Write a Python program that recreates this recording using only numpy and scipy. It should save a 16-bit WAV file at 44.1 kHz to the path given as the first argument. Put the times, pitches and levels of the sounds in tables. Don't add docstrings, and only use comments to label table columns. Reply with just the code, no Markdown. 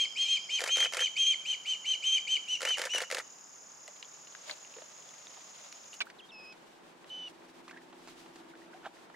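import sys
import numpy as np
from scipy import signal
from scipy.fft import rfft, irfft
from scipy.io import wavfile

SR = 44100
rng = np.random.default_rng(int(sys.argv[2]) if len(sys.argv) > 2 else 0)


def output_pcm(signal):
    pcm = np.clip(np.atleast_2d(signal).T, -1, 1) * 32767
    wavfile.write(sys.argv[1], SR, np.round(pcm).astype(np.int16))


N = 403515
TIME = np.arange(N) / SR
FREQS = np.maximum(np.arange(N // 2 + 1) * SR / N, 1)
WATER_FROM_S = 6.015

OSPREY_CALLS = [(-0.035, 0.047, 3215, -26, -14, -6.5, -21, -18.5, -43),
                (0.174, 0.367, 3199, -26.5, -14, -8, -21.5, -20.5, -43),
                (0.503, 0.584, 3164, -30, -8.5, -2.5, -18.5, -19, -36),
                (0.691, 0.859, 3177, -26.5, -9, -11.5, -20.5, -22.5, -38),
                (0.987, 1.067, 3162, -27.5, -6.5, -6.5, -21, -28, -31),
                (1.174, 1.33, 3202, -24, -10.5, -10, -22, -30, -45),
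                (1.463, 1.539, 3137, -30.5, -6, -3, -25.5, -20.5, -32),
                (1.663, 1.744, 3117, -30, -11.5, -9.5, -26, -23, -25.5),
                (1.857, 1.946, 3128, -28.5, -9, -11, -25, -23, -30),
                (2.041, 2.179, 3164, -25.5, -10, -10, -23, -33, -40),
                (2.284, 2.365, 3139, -26.5, -10, -6.5, -28, -29, -29),
                (2.482, 2.562, 3048, -30, -6, -16, -28, -24, -30),
                (2.66, 2.75, 3073, -28.5, -11.5, -6.5, -24, -26, -29),
                (2.895, 2.984, 2988, -33, -6, -20, -27, -20, -32)]
# crest pitch in Hz, droop in Hz.
CALL_DROOP = [(3110, 220), (3200, 100.4)]
# frequency in Hz, relative level in dB.
THROAT_AIR = [(1500, -25.5), (2200, -4), (2600, 2.5), (3000, 5), (3500, -5.5), (4100, -6.5), (4700, -14),
              (5600, -15), (6500, -6.5), (7900, -8), (9500, -24), (13000, -29.5), (16000, -53)]
# delay in seconds, level in dB, left over right in dB.
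TREE_ECHOES = [(.0052, -19, 4), (0.019, -14.5, 6), (.036, -13, -4.5), (.071, -23, -2), (.098, -20, -4)]
# pitch in Hz, bandwidth in Hz, pulses per second, fall within a pulse
# in Hz, level in dB, stop time in seconds.
INSECT_VOICES = [(6868, 120, 43, 200, -57, 6.01), (6430, 440, 36, 320, -58, 6.01),
                 (5290, 480, 36, 340, -63.5, 6.01), (7410, 220, 32, 160, -69.5, 6.01),
                 (5140, 260, 61, 550, -53.5, 0.595)]
# frequency in Hz, relative level in dB.
WOOD_MURMUR = [(18, -48), (30, -18.5), (97, -20), (135, -8), (434, -5), (632, -5.5), (864, -3.5),
               (1040, -3.5), (1280, -4.5), (2610, -14.5), (4400, -27), (5720, -25), (8000, -26),
               (10500, -22.5), (16000, -36.5)]
# frequency in Hz, relative level in dB.
LEAF_RUSTLE = [(250, -32), (550, 4), (1500, -3), (3000, 0), (5000, -3), (9000, -12), (12000, -24),
               (16000, -25.5)]
# time in seconds, level of their treble in dB.
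BREEZE_LEVEL = [(3.3, -81), (3.58, -84), (4.56, -75.5), (5.18, -77), (5.65, -73), (6.0, -82.5)]
# frequency in Hz, left-right correlation.
EAR_LIKENESS = [(30, .1), (80, 0.18), (200, 0.42), (1000, 0.049), (3000, 0.2), (7000, 0.11), (14000, 0.11)]
# start in seconds, number of frames.
SHUTTER_BURSTS = [(.5923, 3), (2.6047, 4)]
# delay in seconds, snap in dB, snap decay in
# seconds, frame ring in dB, body thud in dB.
SHUTTER_CONTACTS = [(.0015, -33.5, 0.0024, -31, -52), (0.0129, -25.5, 0.0022, -32, -33),
                    (0.0226, -32.5, 0.006, -43, -67), (0.026, -52, 0.0024, -30, -29),
                    (0.0465, -25, 0.0034, -28, -30), (.0525, -43, 0.0023, -42, -33),
                    (.069, -36.5, 0.0058, -23.5, -37), (.083, -26.5, 0.0017, -44, -33.5),
                    (.087, -34, 0.0057, -49, -38.5), (.1, -50, 0.0013, -27, -42)]
# frequency in Hz, relative level in dB.
CONTACT_SNAP = [(250, -37), (500, 6), (900, -14), (1500, 4.5), (2500, 3), (4000, 0.5), (7000, 0),
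                (8500, -5), (11000, -8.5), (13000, -23), (16000, -29)]
# pitch in Hz, level in dB, seconds to fall 60 dB.
FRAME_RING = [(1363, -10.5, 0.032), (1623, -9, 0.017), (1794, -9.5, 0.036), (1960, -6.5, 0.012),
              (2150, -6, 0.018)]
# pitch in Hz, level in dB, seconds to fall 60 dB.
BODY_THUD = [(396, -9, 0.011), (510, -4.5, 0.055), (562, -8, 0.022), (671, -15, 0.064), (890, -18, 0.058),
             (1050, -16, 0.025)]
# frequency in Hz, relative level in dB.
MOTOR_WHIRR = [(300, -28), (520, -1.5), (900, -3.5), (1400, -4), (2100, 1.5), (2700, -12.5),
               (7000, -13), (12000, -25), (16000, -42)]
# time in seconds, level in dB, pitch in Hz, treble trim in dB,
# decay in seconds.
DRY_TICKS = [(3.8786, -39.5, 2020, 0, 0.0022), (4.0274, -28.5, 2900, -30, 0.00085),
             (4.047, -42, 3300, -20, 0.00092), (4.272, -46, 2880, -35, .002),
             (4.3505, -33, 1620, -39, 0.0012), (4.4966, -23, 1880, -22, .0005),
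             (4.4985, -32, 2030, -25, 0.00099), (4.5117, -23, 4340, -25, 0.00077),
             (4.6485, -42.5, 2780, -30, 0.0017), (4.7398, -35.5, 2680, -28, 0.00094),
             (4.7852, -42.5, 1700, -14, 0.0012), (5.2697, -38, 3680, -14, 0.0014),
             (5.726, -35, 5660, -1, 0.0015), (5.9305, -41.5, 2850, -5, 0.0025),
             (5.9395, -49, 2930, 7, 0.011), (6.005, -24, 2680, -24, 0.0022),
             (6.0082, -25, 3000, -25, 0.0027), (6.0105, -28, 1510, -32, 0.0024),
             (6.0148, -23.5, 2400, -14, .003), (6.019, -26.5, 2280, -30, 0.0023)]
# time in seconds, bearing from -1 (right) to 1 (left).
TICK_PATH = [(3.9, 0), (4.35, .65), (4.52, .65), (4.7, 0), (5.95, 0), (6.0, -1)]
# frequency in Hz, relative level in dB.
CRACK_SPLINTER = [(250, -35), (600, -12.5), (1500, -7), (4200, -3.5), (7000, -20), (16000, -50)]
CRACK_TREBLE = [(2500, -5), (8000, -3), (12000, -16), (16000, -30)]
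TAP_SKIRT = [(200, -40), (500, -17), (1500, -1), (4500, -5), (7000, -58), (16000, -52)]
TAP_TREBLE = [(2500, -2), (5000, -3), (8000, -7), (12000, -23), (16000, -32)]
# time in seconds, level in dB, pitch in Hz.
HANDLING_BUMPS = [(3.882, -40.5, 570), (4.496, -36.5, 575), (4.514, -49, 594), (4.765, -36.5, 444),
                  (4.783, -41, 496), (4.819, -37.5, 630), (5.369, -40, 730)]
# frequency in Hz, relative level in dB.
WAVE_WASH = [(18, -54), (30, -34), (96, -29), (164, -4.5), (291, -5), (357, -1.5), (476, -4), (916, -2.5),
             (1250, -9), (1560, -9), (4000, -24), (5200, -58), (8800, -120)]
# frequency in Hz, relative level in dB.
WAVE_SPRAY = [(1500, -4), (3000, -0.5), (6000, -6), (8000, -8.5), (10500, -15), (13000, -19), (16000, -26)]
# pitch in Hz, relative level in dB.
ENGINE_TONES = [(172.3, -81.5), (188.4, -83.5), (253.0, -73), (274.5, -76), (317.6, -71.5), (339.1, -67),
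                (376.8, -73)]
# time in seconds, level in dB.
ENGINE_LEVEL = [(6.25, -70.5), (7.15, -65), (7.4, -59.5), (8.45, -59), (9.15, -66)]
# time in
# seconds, level in dB, pitch in Hz, decay in seconds, # rise in octaves per second.
BUBBLES_AND_SLAP = [(6.068, -44, 1480, 0.0056, 16), (7.679, -50, 1080, .008, -5), (7.693, -45, 1960, 0.0051, 70),
                    (7.729, -51, 1680, .005, 15), (7.741, -51, 1780, .005, 6), (7.763, -48, 1540, 0.0046, 18),
                    (7.771, -46, 1800, 0.0097, 4), (8.536, -51.5, 1570, 0.0072, 3), (8.618, -52, 1740, 0.0036, 13),
                    (8.732, -47, 1470, .005, 11), (8.743, -46.5, 713, 0.018, 5), (8.8576, -31.5, 1550, .0009, 0),
                    (8.8646, -31.5, 700, 0.0015, 0), (8.8695, -36.5, 714, 0.0025, 4),
                    (9.143, -47.5, 1750, 0.0069, 23)]
# time in seconds, level in dB, pitch in Hz, treble in dB,
# decay in seconds.
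WAVE_SLAPS = [(6.099, -42, 1900, -1, 0.0073), (6.523, -50, 2490, 3, 0.0097),
              (7.0425, -35.5, 1580, -14, 0.0022), (7.679, -40.5, 1090, -3, 0.0067),
              (7.709, -40, 1410, -6, 0.0075), (7.77, -45, 2020, -25, 0.0067),
              (7.926, -43.5, 825, -11, 0.0082), (8.073, -40, 890, 0, 0.0055),
              (8.083, -41.5, 1300, -2, 0.005), (8.26, -40, 1090, -9, 0.0047),
              (8.357, -47.5, 900, 8, 0.0057), (8.552, -45, 1740, -20, .004),
              (8.739, -45, 1910, -29, 0.0046), (8.8595, -36, 2720, -38, 0.0031),
              (9.098, -41, 786, -23, .005)]
# frequency in Hz, relative level in dB.
WAVE_GURGLE = [(300, -21), (750, 0), (1200, -5), (1500, 3), (2000, -13), (3600, -11), (5000, -26),
               (16000, -41)]
# start and end in seconds, first, middle and last pitch in Hz,
# level in dB, octave against that level in dB.
FAR_BIRD_NOTES = [(6.186, 6.211, 4250, 3200, 2670, -52, -30), (6.212, 6.26, 3210, 3210, 3300, -58.5, -20),
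                  (6.288, 6.313, 3520, 3730, 2850, -54.5, -32),
                  (6.317, 6.531, 2680, 2535, 2620, -53.5, -5.5), (7.091, 7.104, 4480, 3930, 3200, -55, -32),
                  (7.1, 7.285, 3016, 3000, 2940, -43.5, -20.5), (7.284, 7.292, 4400, 4320, 4150, -57, -30)]
# frequency in Hz, relative level in dB.
FAR_BIRD_AIR = [(1500, -28), (2600, 2), (4200, -5), (6000, -11), (9000, -23), (16000, -45)]


def from_db(db):
    return 10 ** (np.asarray(db) / 20)


def rms_one(x):
    return x / np.sqrt(np.mean(x ** 2) + 1e-20)


def curve(x, points):
    return np.interp(x, *np.transpose(points))


def over_hz(points):
    hz, value = np.transpose(sorted(points))
    return np.interp(np.log(FREQS), np.log(hz), value)


def noise(spectrum):
    return rms_one(irfft(rfft(rng.standard_normal(N)) * from_db(over_hz(spectrum)), N))


def wide_noise(spectrum):
    mid, side = rfft(rng.standard_normal((2, N))) * from_db(over_hz(spectrum))
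    alike = over_hz(EAR_LIKENESS)
    return rms_one(irfft(np.sqrt(1 + alike) * mid + np.sqrt(1 - alike) * side * [[1], [-1]], N))


def drift(rate):
    knots = rng.standard_normal(int(N / SR * rate) + 2)
    return rms_one(np.interp(TIME * rate, np.arange(len(knots)), knots))


def gate(t, start, end, edge):
    return np.clip((t - start) / edge, 0, 1) * np.clip((end - t) / edge, 0, 1)


def hump(t, centre, width):
    return np.exp(-((t - centre) / width) ** 2)


def resonance(hz, centre, width):
    return 1 / np.hypot(1, 2 * (hz - centre) / width)


def low_cut(x, hz, order):
    return signal.sosfilt(signal.butter(order, hz, "high", fs=SR, output="sos"), x)


def turns(hz):
    return 2 * np.pi * np.cumsum(hz) / SR


def pan(db):
    return from_db(np.array([[db], [-db]]) / 2)


def place(sound, bearing, side_db=5, lag_s=.00012):
    lead = np.pi * np.arange(len(sound) // 2 + 1) * SR / len(sound) * lag_s * bearing
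    timing = np.exp(1j * lead * np.array([[1], [-1]]))
    return irfft(rfft(sound) * pan(side_db * bearing) * timing, len(sound))


def add(out, s, sound):
    at = int(round(s * SR))
    out[..., at:at + sound.shape[-1]] += sound[..., :N - at]


def scatter(start, end, per_s, db, hz, shared, spread_db=2.5, spread_octaves=.55):
    times = start + np.cumsum(rng.exponential(1, 60)) / per_s
    chance = np.clip(rng.standard_normal((60, 2)), -2, 2)
    return [(s, db + spread_db * size, hz * 2 ** (spread_octaves * pitch), *shared)
            for s, (size, pitch) in zip(times, chance) if s < end]


def call_arch(t, start, end, crest, slack, edge_s=.0441, swell_s=.061, fade_s=.018):
    inside = np.minimum(t - start, end - t)
    droop = curve(crest, CALL_DROOP) * np.clip(1 - inside / edge_s, 0, None) ** 2
    scoop = 130 * np.exp(-np.maximum(t - start, 0) / .00586)
    rising = np.clip(1 - (t - start) / swell_s, 0, 1)
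    falling = np.clip(1 - (end - t) / fade_s, 0, 1)
    swell_db = -11 * rising ** 2 - 9 * falling ** 2 - 95 * slack
    dip_at, dip_s = end - .013, .0033
    swell_db += 3.5 * hump(t, end - .0069, .0037) - 9 * hump(t, dip_at, dip_s)
    step_down = 55 * np.clip((t - dip_at) / dip_s, 0, 1)
    return crest - droop - scoop - step_down - 934 * slack, swell_db


def osprey(chirp_s=.0793, low_hz=2460, beak_hz=6320, throat_hz=4620, rasp_db=-24.5):
    out, air = np.zeros(N), noise(THROAT_AIR)
    jitter, crack_hz, flutter = drift(500), 55 * drift(600), from_db(.35 * drift(90))
    breaking, holding = from_db(2.8 * drift(250)), from_db(3.9 * drift(70))
    shimmer = from_db(np.minimum(4 * drift(75), 2) + 1.5 * drift(350))
    wander_hz, rattle_hz = 60 * drift(30), 1086 + 50 * drift(45)
    rattling = from_db(np.minimum(6 * drift(130), 5) - 1)
    for start, end, crest, level_db, octave_db, ends_db, held_db, rattle_db, half_db in OSPREY_CALLS:
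        length = end - start
        lead, lag = np.array([.015, .01576]) * (length / chirp_s) ** .35
        span = (TIME > start - lead) & (TIME < end + lag)
        t = TIME[span]
        slack = max(length - chirp_s, 0) * hump(t, (start + end) / 2, .1246 * length)
        pitch, swell_db = call_arch(t, start, end, crest, slack)
        high = turns(pitch + (8 + 600 * slack) * jitter[span])
        flare = (.31 + resonance(2 * pitch, beak_hz, 240) ** 2) * gate(t, start + .004, end, .004)
        octave = from_db(octave_db) * shimmer[span] * flare / flare.max()
        whistle = np.sin(high) + octave * np.sin(2 * high)
        whistle += from_db(-36) * np.sin(3 * high) + from_db(-48) * np.sin(4 * high)
        half = high / 2 + turns(crack_hz[span])
        whistle += from_db(half_db) * (np.sin(high + half) + np.sin(2 * high + half))
        rattle = turns(rattle_hz[span] + crack_hz[span])
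        side_tones = np.sin(high + rattle) + from_db(-12) * np.sin(high - rattle)
        side_tones += from_db(-13.5) * np.sin(2 * high + rattle)
        whistle += from_db(rattle_db) * rattling[span] * side_tones
        inside = np.minimum(t - start, end - t)
        low_droop = 400 * np.clip(-inside / lag, 0, 1)
        low_pitch = low_hz - low_droop + 90 * hump(inside, 0, .00499) + wander_hz[span]
        low = turns(low_pitch + crack_hz[span] / 2)
        low_octave = from_db(-9) * resonance(2 * low_pitch, throat_hz, 560)
        cracked = np.sin(low) + low_octave * np.sin(2 * low) + from_db(-16) * np.sin(3 * low)
        mixed = np.sin(low) + from_db(-10) * np.sin(high + low) + from_db(-8) * np.sin(2 * high - low)
        clear = gate(t, start - .002, end + .003, .00096)
        loud = clear * from_db(level_db + swell_db) * flutter[span]
        held = clear * from_db(level_db + held_db) * holding[span]
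        fringe = gate(t, start - lead, end + lag, .016) * (1 - clear)
        ends = fringe * from_db(level_db + ends_db) * breaking[span]
        out[span] += np.sqrt(2) * (loud * whistle + ends * cracked + held * mixed)
        breath = clear * (from_db(rasp_db + level_db + .41 * swell_db) + from_db(-53))
        out[span] += air[span] * (breath + from_db(-17) * ends + from_db(-9) * held)
    return out


def tree_echoes(call, floor_hz=2500):
    reflected = low_cut(call, floor_hz, order=4)
    return sum(from_db(db) * pan(side_db) * np.interp(TIME - delay, TIME, reflected, left=0)
               for delay, db, side_db in TREE_ECHOES)


def forest(x, wet_db, t60):
    t = TIME[:SR]
    tail = rng.standard_normal((2, SR)) * from_db(-60 * t / t60) * np.minimum(t / .0048, 1)
    tail /= np.sqrt(np.sum(tail ** 2, axis=1, keepdims=True))
    return x + from_db(wet_db) * signal.fftconvolve(np.atleast_2d(x), tail, axes=1)[:, :N]


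def insects(throb=.3):
    out, wander = np.zeros((2, N)), .1 * drift(3)
    for hz, width, rate, fall, db, until in INSECT_VOICES:
        stroke = (rate * TIME + wander + .5) % 1
        phase = turns(hz - fall * (stroke - .5))
        mid, side = [drift(2 * width) * np.sin(phase) + drift(2 * width) * np.cos(phase)
                     for _ in range(2)]
        swell = 1 - throb * np.cos(2 * np.pi * stroke)
        buzz = rms_one(swell * (mid + .4 * side * [[1], [-1]]))
        out += from_db(db) * gate(TIME, -1, until, .015) * buzz
    return out * pan(-.5)


def woodland(murmur_db=-59.5, leaves_over_treble_db=17.5):
    murmur = from_db(murmur_db) * wide_noise(WOOD_MURMUR)
    breeze = from_db(curve(TIME, BREEZE_LEVEL) + leaves_over_treble_db)
    brush = from_db(-50) * hump(TIME, 4.499, .039)
    return murmur + (breeze + brush) * from_db(1.85 * drift(120)) * wide_noise(LEAF_RUSTLE)


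def ring(modes, t):
    return sum(from_db(db + rng.normal(0, 2.2) - 60 * t / t60) * rng.choice([-1, 1])
               * np.sin(2 * np.pi * hz * t) for hz, db, t60 in modes)


def shutter(frame_s=.1651, motor_db=-45, attack_s=.00077):
    out, hiss, t = np.zeros(N), noise(CONTACT_SNAP), TIME[:SR // 12]
    releases = [start + k * frame_s for start, count in SHUTTER_BURSTS for k in range(count)]
    for delay, snap_db, decay, ring_db, thud_db in SHUTTER_CONTACTS:
        snap_shape = from_db(snap_db) * np.exp(-t / decay) * np.minimum(t / .00068, 1)
        usual = ring(BODY_THUD, t)
        for s in releases:
            frame = from_db(ring_db) * ring(FRAME_RING, t)
            thud = from_db(thud_db) * (.6 * usual + .8 * ring(BODY_THUD, t))
            snap = snap_shape * hiss[int((s + delay) * SR):][:len(t)]
            add(out, s + delay, (frame + thud) * np.minimum(t / attack_s, 1) + snap)
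    winding = sum(gate(TIME, s - .004, s + .042, .011) + gate(TIME, s + .031, s + .1187, .013)
                  for s in releases)
    out += from_db(motor_db) * winding * noise(MOTOR_WHIRR) * from_db(2 * drift(500))
    return low_cut(out, 380, order=3)


def cracks(rows, splinter_db=-8, fizz_db=-6, attack_s=.00016):
    out, t = np.zeros((2, N)), TIME[:SR // 20]
    splinter, treble = noise(CRACK_SPLINTER), noise(CRACK_TREBLE)
    for s, db, hz, treble_db, decay in rows:
        part = int(s * SR) + np.arange(len(t))
        burst = np.sin(2 * np.pi * hz * t) + from_db(splinter_db) * splinter[part]
        burst += from_db(fizz_db + treble_db) * treble[part]
        shape = np.minimum(t / attack_s, 1) * np.exp(-t / decay)
        add(out, s, place(from_db(db) * burst * shape, curve(s, TICK_PATH)))
    return low_cut(out, 330, order=2)


def taps(rows, width, skirt_db, trim_db, ring_db=-8, attack_s=.0001):
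    out, t = np.zeros(N), TIME[:SR // 10]
    skirt, treble, white = noise(TAP_SKIRT), noise(TAP_TREBLE), rng.standard_normal(N)
    for s, db, hz, treble_db, decay in rows:
        part = (int(s * SR) + np.arange(len(t))) % N
        band = signal.butter(1, [hz / (1 + width), hz * (1 + width)], "band", fs=SR, output="sos")
        soften = signal.butter(1, 4 * min(hz, 4000), fs=SR, output="sos")
        tone = rms_one(signal.sosfilt(soften, signal.sosfilt(band, white[part])))
        burst = tone + from_db(skirt_db) * skirt[part] + from_db(treble_db) * treble[part]
        burst += from_db(ring_db) * np.sqrt(2) * np.sin(2 * np.pi * hz * t)
        shape = np.minimum(t / attack_s, 1) * (np.exp(-t / decay) + .27 * np.exp(-t / .00024))
        add(out, s, from_db(db + trim_db) * burst * shape)
    return low_cut(out, 330, order=3)


def handling(twig_treble_db=-24, twig_decay_s=.0015, bump_treble_db=-21, bump_decay_s=.0073):
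    twigs = scatter(4.7, WATER_FROM_S, per_s=4.5, db=-46, hz=2230, shared=(twig_treble_db, twig_decay_s))
    bumps = [(s, db, hz, bump_treble_db, bump_decay_s) for s, db, hz in HANDLING_BUMPS]
    return cracks(DRY_TICKS + twigs) + taps(bumps, width=.09, skirt_db=-9, trim_db=-7)


def waves(wash_db=-57, spray_db=-64, break_db=-66):
    wash = from_db(wash_db + 1.2 * drift(20)) * wide_noise(WAVE_WASH)
    fizz = from_db(spray_db) + from_db(break_db) * hump(TIME, 8.13, .11)
    return wash + fizz * from_db(2.15 * drift(40)) * wide_noise(WAVE_SPRAY)


def far_boat():
    engine = sum(np.sin(turns(hz + 1.233 * drift(8))) * from_db(db + 2 * drift(1.734))
                 for hz, db in ENGINE_TONES)
    return from_db(curve(TIME, ENGINE_LEVEL)) * rms_one(engine)


def plops(rows, attack_s=.0011, churn_share=.07):
    out, t, churn = np.zeros(N), TIME[:SR // 20], drift(900)
    for s, db, hz, decay, rise in rows:
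        part = (int(s * SR) + np.arange(len(t))) % N
        pitch = hz * 2 ** (rise * np.minimum(t, decay)) * (1 + churn_share * churn[part])
        shape = (1 - np.exp(-t / attack_s)) * np.exp(-t / decay)
        add(out, s, from_db(db) * shape / shape.max() * np.sin(turns(pitch)))
    return out


def lapping(drop_decay_s=.003, drop_octaves_per_s=10):
    drops = scatter(7.4, N / SR, per_s=22, db=-59, hz=1200, shared=(drop_decay_s, drop_octaves_per_s))
    gurgle = from_db(-49 + 2 * drift(150)) * hump(TIME, 8.859, .025) * noise(WAVE_GURGLE)
    slaps = taps(WAVE_SLAPS, width=.31, skirt_db=-8, trim_db=-6, ring_db=-12, attack_s=.0021)
    return slaps + plops(BUBBLES_AND_SLAP + drops) + gurgle


def far_bird(rasp_db=-17, drop_hz=85, side_hz=560, side_db=-18):
    out, waver = np.zeros(N), 20 * drift(300) + 8 * drift(50)
    quaver = turns(side_hz + 130 * drift(300))
    air = noise(FAR_BIRD_AIR)
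    for start, end, first, middle, last, db, octave_db in FAR_BIRD_NOTES:
        span = (TIME > start) & (TIME < end)
        t = TIME[span]
        progress = (t - start) / (end - start)
        slur = np.polyval(np.polyfit([0, .5, 1], [first, middle, last], 2), progress)
        phase = turns(slur - drop_hz * hump(t, end, .018) + waver[span])
        tone = np.sin(phase) + from_db(octave_db) * np.sin(2 * phase)
        tone += from_db(side_db) * progress * np.sin(phase + quaver[span])
        shape = from_db(db - 3 * hump(t, start, .017)) * gate(t, start, end, .0027)
        out[span] += shape * (np.sqrt(2) * tone + from_db(rasp_db) * air[span])
    return out * from_db(.5 * drift(60))


def scene():
    call = osprey()
    bird = (forest(call, wet_db=-13.5, t60=.87) + tree_echoes(call)) * pan(.5)
    camera = forest(place(shutter(), bearing=-.072), wet_db=-15.5, t60=.19)
    ashore = gate(TIME, -1, WATER_FROM_S, .0081)
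    wood = insects() + ashore * woodland()
    water = waves() + far_boat() + place(lapping(), bearing=-.38) + far_bird() * pan(-1.2)
    knocks = forest(handling(), wet_db=-9, t60=.03)
    return bird + camera + wood + knocks + (1 - ashore) * water


def record(dry):
    cutoff_hz = 15800
    return signal.sosfilt(signal.ellip(10, .1, 80, cutoff_hz, fs=SR, output="sos"), dry)


dry = scene()
out = record(dry)
output_pcm(out)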